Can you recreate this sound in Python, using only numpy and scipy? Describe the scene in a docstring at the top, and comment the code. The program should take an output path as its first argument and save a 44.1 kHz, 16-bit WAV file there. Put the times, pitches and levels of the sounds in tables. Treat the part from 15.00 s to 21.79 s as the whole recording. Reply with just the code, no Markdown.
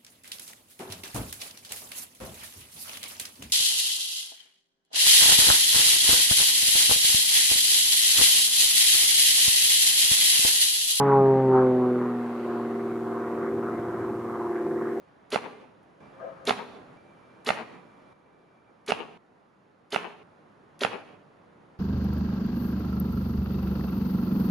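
"""A yard with a distant town humming: six shots of a compound bow, cut together back to back.
Each release ticks, the string tears the air with a rising whistle and the limbs buzz (noise and sines).
The arrow pops through a paper sheet and thuds into a target on the right (short pulses, then a ring).
Walls and yard throw it back as delayed copies and sparse random echoes. Thin tones whine at times, a far
dog barks on the left (resonances) and the grass ticks once. Levels in dB are relative parts of the mix."""
import sys
import numpy as np
from scipy import signal
from scipy.fft import rfft, irfft, next_fast_len
from scipy.io import wavfile
from scipy.ndimage import uniform_filter1d

SR = 44100
rng = np.random.default_rng(int(sys.argv[2]) if len(sys.argv) > 2 else 0)


def generate_wav(signal):
    """Clip the signal to [-1, 1] and save it as 16-bit WAV at the path in sys.argv[1]."""
    frames = np.transpose(np.atleast_2d(signal))
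    scaled = np.clip(frames, -1, 1) * 32767
    pcm = np.round(scaled).astype(np.int16)
    wavfile.write(sys.argv[1], SR, pcm)


N = 299439  # length in samples

# the stretches between cuts: start t/s, hum level/dB, brightness/dB per octave
STRETCHES = [(0, -56, 0.87), (1.004, -49.5, 0.68), (1.973, -53, 1.13), (3.131, -58, 0.88),
             (4.176, -59.5, 0.9), (5.232, -55.5, 0.84), (6.23, -55, 0.7)]


def gain_of(db):
    """Turns decibels into a plain multiplier."""
    return 10 ** (np.asarray(db) / 20)


def evened(x):
    """Scales a signal to an average strength (rms) of 1."""
    return x / np.sqrt(np.mean(x ** 2) + 1e-20)


def read(points, hz):
    """Reads a table of (f/Hz, value) between its points, along a logarithmic pitch axis."""
    f, value = np.transpose(points)
    return np.interp(np.log(hz + 1), np.log(f + 1), value)


def colour(x, response):
    """Makes each frequency stronger or weaker: multiplies the spectrum by response(hz)."""
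    size = next_fast_len(x.shape[-1] + 512)
    spectrum = rfft(x, size) * response(np.fft.rfftfreq(size, 1 / SR))
    return irfft(spectrum, size)[..., :x.shape[-1]]


def resonate(x, hz, width):
    """A resonance of gain 1: shifts the pitch hz (fixed or gliding) to zero, smooths, and shifts back."""
    turn = np.exp(2j * np.pi * np.cumsum(hz * np.ones(len(x))) / SR)
    keep = np.exp(-np.pi * width / SR)
    smooth = signal.lfilter([1 - keep], [1, -keep], x / turn)
    return 2 * (turn * smooth).real


def narrow(x, hz, width):
    """Noise through the same resonance twice, which leaves a steep peak."""
    return evened(resonate(resonate(x, hz, width), hz, width))


def shape(t, db, start, end, rise, fall):
    """Level in dB: rises at rise dB/s, holds at db from start to end, falls at fall dB/s."""
    return db - rise * np.maximum(start - t, 0) - fall * np.maximum(t - end, 0)


def wander(size, seconds):
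    """Slow random drift of rms 1: noise averaged twice over the given time."""
    width = max(round(seconds * SR), 2)
    once = uniform_filter1d(rng.standard_normal(size), width)
    return evened(uniform_filter1d(once, width))


def hum():
    """Distant town: random short-time spectra with drifting patches; level and brightness jump at each cut."""
    # average colour of the hum: f/Hz, level/dB
    hum_colour = [(25, -4.5), (60, -4), (100, 5), (160, 1.5), (240, -2), (350, -3.5), (480, -4.5),
                  (1200, -10.5), (1500, -14.5), (2500, -24.5), (6000, -41), (10000, -44.5), (13000, -52.5)]
    # how alike left and right are: f/Hz, likeness (0 to 1)
    likeness = [(60, 0.67), (170, 0.88), (500, 0.22), (1420, 0.13), (4080, 0.55), (11700, 1)]
    # left minus right: f/Hz, level/dB
    lean = [(60, -4), (170, 0.5), (500, -2), (1420, -2.5), (4080, -0.5), (11700, -1)]
    hop = 128  # samples between spectra
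    frames, hz = N // hop + 5, np.fft.rfftfreq(512, 1 / SR)
    a, b, c, d, patches = rng.standard_normal((frames, 257, 5)).T
    patches = uniform_filter1d(patches, 5, 0)  # smooth across frequency
    patches = evened(uniform_filter1d(patches, 24, 1))  # and across time
    start, level_db, bright_db = np.transpose(STRETCHES)

    def stretch_at(t):
        return np.clip(np.searchsorted(start, t, "right") - 1, 0, None)

    same = np.clip(read(likeness, hz), -1, 1)[:, None]
    left = a + 1j * b
    right = same * left + np.sqrt(1 - same ** 2) * (c + 1j * d)
    octaves = np.log2(hz[:, None] / 500 + .05)
    tilt_db = octaves * bright_db[stretch_at(np.arange(frames) * hop / SR)]
    spectra = np.array([left, right])
    spectra *= gain_of(read(hum_colour, hz)[:, None] + tilt_db + 0.84 * patches)
    spectra *= gain_of(np.multiply.outer([.5, -.5], read(lean, hz)))[:, :, None]
    x = evened(signal.istft(spectra, nperseg=512, noverlap=512 - hop)[1][:, :N])
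    return x * gain_of(level_db[stretch_at(np.arange(N) / SR)])


def bow(tick_db, bow_db, t):
    """Release tick, rush and rising whistle of the string, then buzzing limbs and cables; t counts from release."""
    # limb and cable resonances: f/Hz, width/Hz (unused by the first two), level/dB
    # the first two are sines whose pitch varies a little at random, the others are resonant noise
    limbs = [(244.5, 40, -10.5), (416, 20, -2), (580, 240, -4), (1210, 420, -12.5), (1910, 360, -16.5),
             (2795, 370, -23)]
    # colour of the torn air: f/Hz, level/dB
    air_colour = [(200, -11), (800, 4.5), (2000, 6.5), (4000, -5), (6500, -12.5), (10000, -8.5),
                  (13000, -31)]
    stop_s, run_s = .0215, .12  # the string slams home; rush and upper buzz end
    a, b, c, d = rng.standard_normal((4, len(t)))
    detune = 1 + .04 * rng.uniform(-1, 1, 2)

    # the tick is bright noise that drops 60 dB in 0.03 s
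    tick = gain_of(tick_db + 1.5 - 60 * t / 0.03) * evened(colour(a, lambda f: f / (f + 4000)))

    # air torn by the string, and by the arrow, loudest at the paper
    whip_db = shape(t, db=-14, start=.015, end=.05, rise=2000, fall=900)
    flight_db = shape(t, db=-8, start=.04, end=.052, rise=600, fall=500)
    onset_db = 2000 * np.minimum(t - .015, 0)  # the flight may not start ahead of the whip
    torn_db = np.maximum(whip_db, np.minimum(flight_db, onset_db))
    air = gain_of(torn_db) * evened(colour(b, lambda f: gain_of(read(air_colour, f))))

    # the whistle glides up with the string's speed
    whistle_hz = 1500 + (4200 - 1500) * np.minimum(t / stop_s, 1) ** 3.0
    whistle_db = shape(t, db=-4, start=.017, end=.0225, rise=4500, fall=9000)
    whistle = gain_of(whistle_db) * evened(resonate(c, whistle_hz, 470))

    def buzz_shape(time):
        return shape(time, db=1.5, start=.0245, end=.042, rise=9000, fall=3000)

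    buzz_db = buzz_shape(t)
    # the lowest limb mode is already moving 4 ms earlier
    lowest_db = np.maximum(buzz_db, buzz_shape(t + .004))
    low = 0
    for (f, _, db), factor, level_db in zip(limbs, detune, (lowest_db, buzz_db)):
        sine = np.sin(2 * np.pi * f * factor * (t - stop_s - .001))
        low = low + gain_of(db + level_db) * np.sqrt(2) * sine
    high = sum(gain_of(db) * evened(resonate(d, f, width)) for f, width, db in limbs[2:])
    rush = tick + gain_of(bow_db) * (air + whistle + gain_of(buzz_db) * high) * (t < run_s)
    return rush, gain_of(bow_db) * low


def blow(pop, modes, u, deep_db):
    """A hit in both ears: a pop of air made of short pulses, then fading sines; u is the time since contact."""
    # below 3 kHz the left wave runs a little ahead: sideways sound reaches the two ports a little apart
    lead = np.array([[.00007], [0]])
    # pitch and half length share one random factor, so a pulse drawn higher is also longer
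    pulses = pop * rng.uniform(0.88, 1.217, (len(pop), 1)) ** [1, 1, 0, 0]
    burst = 0
    for hz, half, left_db, right_db in pulses:
        bump = np.exp(-(u / half - 1) ** 2)  # peaks one half length after contact, so short ones peak first
        wave = np.cos(2 * np.pi * hz * (u - half + lead * (hz < 3000)))
        burst = burst + gain_of([[left_db], [right_db]]) * bump * wave

    u = np.maximum(u, 0)
    ring = 0
    for hz, t60, left_db, right_db in modes * rng.uniform(.94, 1.06, (len(modes), 1)) ** [1, 0, 0, 0]:
        level_db = np.array([[left_db], [right_db]]) - 60 * u / t60 + deep_db * (hz < 160)
        ring = ring + gain_of(level_db) * np.sin(2 * np.pi * hz * u)
    return burst + ring * (1 - np.exp(-u / .002))  # the ring swells in over about 2 ms


def bounced(x, late, db):
    """Adds the copy that comes off the ground, late seconds behind."""
    return x + gain_of(db) * np.roll(x, round(late * SR), axis=-1)


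def yard():
    """Sparse random echoes, each band dying at its own speed: the yard's return and the house's answer to hits."""
    # time to fade by 60 dB: f/Hz, t/s
    fade_times = [(100, 1), (400, 0.6), (1000, 0.53), (2500, 0.53), (6000, 0.46), (11000, 0.45)]
    # three parts of the return, a row for left and one for right:
    # level/dB, full from t/s, full until t/s, rise/(dB/s), fall/(dB/s)
    near_shapes = [(-7, 0, 0.001, 100, 140), (-9, 0, .001, 100, 95)]
    house_shapes = [(-3, .084, .1, 900, 200), (-13, .066, .08, 600, 150)]
    far_shapes = [(-0.5, .26, .42, 70, 20), (3.0, .29, .42, 70, 40)]
    # colour of fence and grass: f/Hz, level/dB
    near_colour = [(200, 3), (420, -3), (750, -9), (1500, -2), (3000, 2), (8000, 3)]
    # colour of the house's answer: f/Hz, level/dB
    house_colour = [(150, -12), (300, -4), (450, 1.5), (1200, -0.5), (3000, -8), (8000, -9)]
    # one tap in every 20 samples, of random sign; the ears share a little
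    at = np.arange(0, SR - 20, 20) + rng.integers(0, 20, (2, (SR - 1) // 20))
    taps = np.zeros((2, SR))
    np.put_along_axis(taps, at, rng.choice([-1., 1.], at.shape), 1)
    taps = taps + 0.21 * taps[::-1]

    hz, frame_t, spectra = signal.stft(taps, SR, nperseg=256)
    fading = spectra * gain_of(-60 * frame_t / read(fade_times, hz)[:, None])
    tail = signal.istft(fading, SR, nperseg=256)[1][:, :SR]
    lumps_db = 1.5 * wander(SR, .01)  # uneven, lumpy echo
    tail = tail * gain_of(lumps_db) / np.sqrt(0.038 * 2000)

    t = np.arange(SR) / SR
    near, house, far = (gain_of([shape(t, *side) for side in part])
                        for part in (near_shapes, house_shapes, far_shapes))
    near_return = colour(tail * near, lambda f: gain_of(read(near_colour, f)))
    house_return = colour(tail * house, lambda f: gain_of(read(house_colour, f)))
    return near_return + tail * far, house_return


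def shot(release, paper, target, tail, house):
    """One shot: bow, paper and target heard directly, then off the ground, walls, house and yard."""
    # pulses of each pop, before a random spread: f/Hz, half length t/s, left level/dB, right level/dB
    sheet_pop = [(1300, .0005, -26.5, -5), (2610, .0003, -10, -6.5), (3700, 0.00021, -13.5, -13),
                 (8000, .0002, -29, -26)]
    bag_pop = [(450, .0015, -14, -24), (720, .0007, -21, -2.5), (1400, .0006, -21, -10),
               (2200, .0005, -15, -8), (3600, .0003, -20, -20), (7500, .0002, -33, -34)]
    # what rings on, pitch before a random spread: f/Hz, 60 dB fade t/s, left level/dB, right level/dB
    sheet_modes = [(560, .013, -13, -12), (1600, .008, -22, -16), (2900, .008, -19, -19)]
    bag_modes = [(118, 0.27, -46, -46), (213.2, 0.035, -16, -21), (310, .025, -22, -17),
                 (430, 0.025, -32, -12)]
    # single reflections off things close by: delay t/s, left level/dB, right level/dB
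    walls = [(.0037, -26, -24), (.0065, -28, -12), (.0176, -12, -28), (.0285, -17, -30), (.074, -32, -22)]
    t = np.arange(SR // 5) / SR
    release_s, tick_db, bow_db = release
    rush, buzz = bow(tick_db, bow_db, t)
    sheet = gain_of(paper[1]) * blow(sheet_pop, sheet_modes, t - paper[0] + release_s, 0)
    bag = gain_of(target[1]) * blow(bag_pop, bag_modes, t - target[0] + release_s, target[2])
    hits = bounced(sheet, .0014, -2.5) + bounced(bag, .00147, -1)

    into_yard = rush + gain_of(-2.0) * buzz + gain_of(-3.5) * (sheet + bag)[1]
    out = signal.fftconvolve(into_yard[None], tail, axes=1)
    out[:, :len(t)] += (rush + buzz) * gain_of([[-.6], [.6]]) + hits

    def add_late(x, late, left_db, right_db):
        out[:, round(late * SR):][:, :len(t)] += x * gain_of([[left_db], [right_db]])

    # small walls return little bass
    thin = colour((gain_of(-4.0) * sheet + bag)[1], lambda f: f ** 2 / (f ** 2 + 600 ** 2))
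    for late, left_db, right_db in walls:
        add_late(thin, late, left_db, right_db)
    # the house front answers in five evenly spaced slaps, each 1.5 dB softer
    for k in range(5):
        add_late(thin, .084 + k * .0064, -17 - 1.5 * k, -33 - 1.5 * k)
    into_house = gain_of(-2.5) * thin + gain_of(5.0) * bag[0]
    out += signal.fftconvolve(into_house[None], house, axes=1)

    # the far wall behind the bow returns a dull copy
    dull = colour(rush + buzz, lambda f: 1 / (1 + (f / 2500) ** 2))
    add_late(dull, .134, -14, -18)
    return out


def rustle():
    """A faint dry tick in the grass: a short puff of noise, brightened by taking sample differences."""
    # ticks: t/s, level/dB (9 dB is taken off below)
    grass_ticks = [(0.8296, -62)]
    out, t = np.zeros((2, N)), np.arange(2000) / SR
    for s, db in grass_ticks:
        bright = np.diff(rng.standard_normal(len(t) + 1))
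        out[:, round(s * SR):][:, :len(t)] += gain_of(db - 9 - 60 * t / .06) * bright
    return out


def whine():
    """Thin tones that throb: sines with narrow noise around them, their level drifting at random."""
    # tones: f/Hz, level/dB
    tone_rows = [(1180, -3), (2342, 0)]
    # when they sound: from t/s, to t/s, level/dB
    spells = [(1.004, 1.55, -71), (1.973, 3.131, -73), (3.131, 3.86, -80)]
    t = np.arange(N) / SR
    level = sum(gain_of(db) * (t > start) * (t < end) for start, end, db in spells)
    level = level * gain_of(1.2 * wander(N, .03))
    tones = 0
    for hz, db in tone_rows:
        fuzz = .7 * narrow(rng.standard_normal(N), hz, 30)
        tones = tones + gain_of(db) * (np.sin(2 * np.pi * hz * t) + fuzz)
    return tones * level * gain_of([[-1.5], [2.5]])


def bark():
    """A far dog barks on the left, with a fainter second sound: two low part-steady modes and noisy ones above."""
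    # the bark and the fainter second sound: t/s, level/dB
    bark_hits = [(1.232, -42), (1.41, -57)]
    # resonances of the bark: f/Hz, width/Hz, level/dB
    bark_modes = [(537.5, 78, 3), (658, 35, 1), (726, 87, -4.5), (1090, 110, -4), (1240, 150, 1.5),
                  (1400, 250, -9.5), (1600, 100, -5.5)]
    # how modes swell and die around each moment: level/dB, full from t/s, full until t/s, rise and fall/(dB/s)
    first_mode = (1.5, .008, .048, 330, 230)
    second_mode = (4.0, .01, .022, 330, 230)  # the third mode shares it
    upper_modes = (-5.5, -.03, .02, 900, 80)
    first = round((bark_hits[0][0] - .1) * SR)
    t = (first + np.arange(SR // 2)) / SR
    push, out = rng.standard_normal((2, len(t))), np.zeros((2, N))
    for k, (hz, width, db) in enumerate(bark_modes):
        scattered = 0.73 * np.array([narrow(p, hz, width) for p in push])
        steady = (k < 2) * np.sin(2 * np.pi * hz * t)
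        part = (first_mode, second_mode, second_mode, upper_modes)[min(k, 3)]
        level = gain_of(db) * sum(gain_of(hit_db + shape(t - s, *part)) for s, hit_db in bark_hits)
        out[:, first:first + len(t)] += level * (scattered + steady)
    return out * gain_of([[2.5], [-5]])


def scene():
    """Lays the six shots over the background; each shot's echoes stop at the next cut."""
    # one row a shot: release t/s, tick level/dB (1.5 dB is added in bow), bow level/dB
    releases = [(0.3039, -40.5, -29.5), (1.4532, -40, -26), (2.4475, -43, -28), (3.8632, -43.5, -30.5),
                (4.905, -44.5, -31), (5.7923, -45.5, -30.5)]
    # arrow through the paper: t/s, level/dB
    paper_hits = [(0.3455, -12), (1.4944, -4), (2.4900, -2.5), (3.9064, -10), (4.9460, -10), (5.835, -5.5)]
    # arrow into the target: t/s, level/dB, extra deep thump level/dB
    target_hits = [(0.3591, -5.5, 0), (1.5075, -4, 7), (2.5041, -4.5, 3), (3.9203, -4.5, -1),
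                   (4.9608, -6, -9), (5.8487, -5, 7)]
    mix = hum() + whine() + bark() + rustle()
    cuts = np.array([row[0] for row in STRETCHES] + [N / SR])
    for release, paper, target in zip(releases, paper_hits, target_hits):
        end = round(cuts[cuts > release[0]][0] * SR)
        part = mix[:, round(release[0] * SR):end]
        tail, house = yard()
        part += shot(release, paper, target, tail, house)[:, :part.shape[1]]
    return mix


def record(dry):
    """The microphone cuts bass and has a treble notch, the input rounds off peaks; then the top is cut off."""
    # microphone response: f/Hz, level/dB
    mic_response = [(20, -20), (60, -16.5), (150, -2), (300, 0), (7000, -0.5), (7950, -9), (9000, -2.5),
                    (11200, -1.5), (12400, -15.5)]
    edge_hz, ceiling = 12400, .62
    miked = colour(dry, lambda f: gain_of(read(mic_response, f)))
    rounded = ceiling * np.tanh(miked / ceiling)
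    low_pass = signal.firwin(511, edge_hz, window=("kaiser", 9), fs=SR)
    return signal.oaconvolve(rounded, low_pass[None], "same")


dry = scene()
out = record(dry)
generate_wav(out)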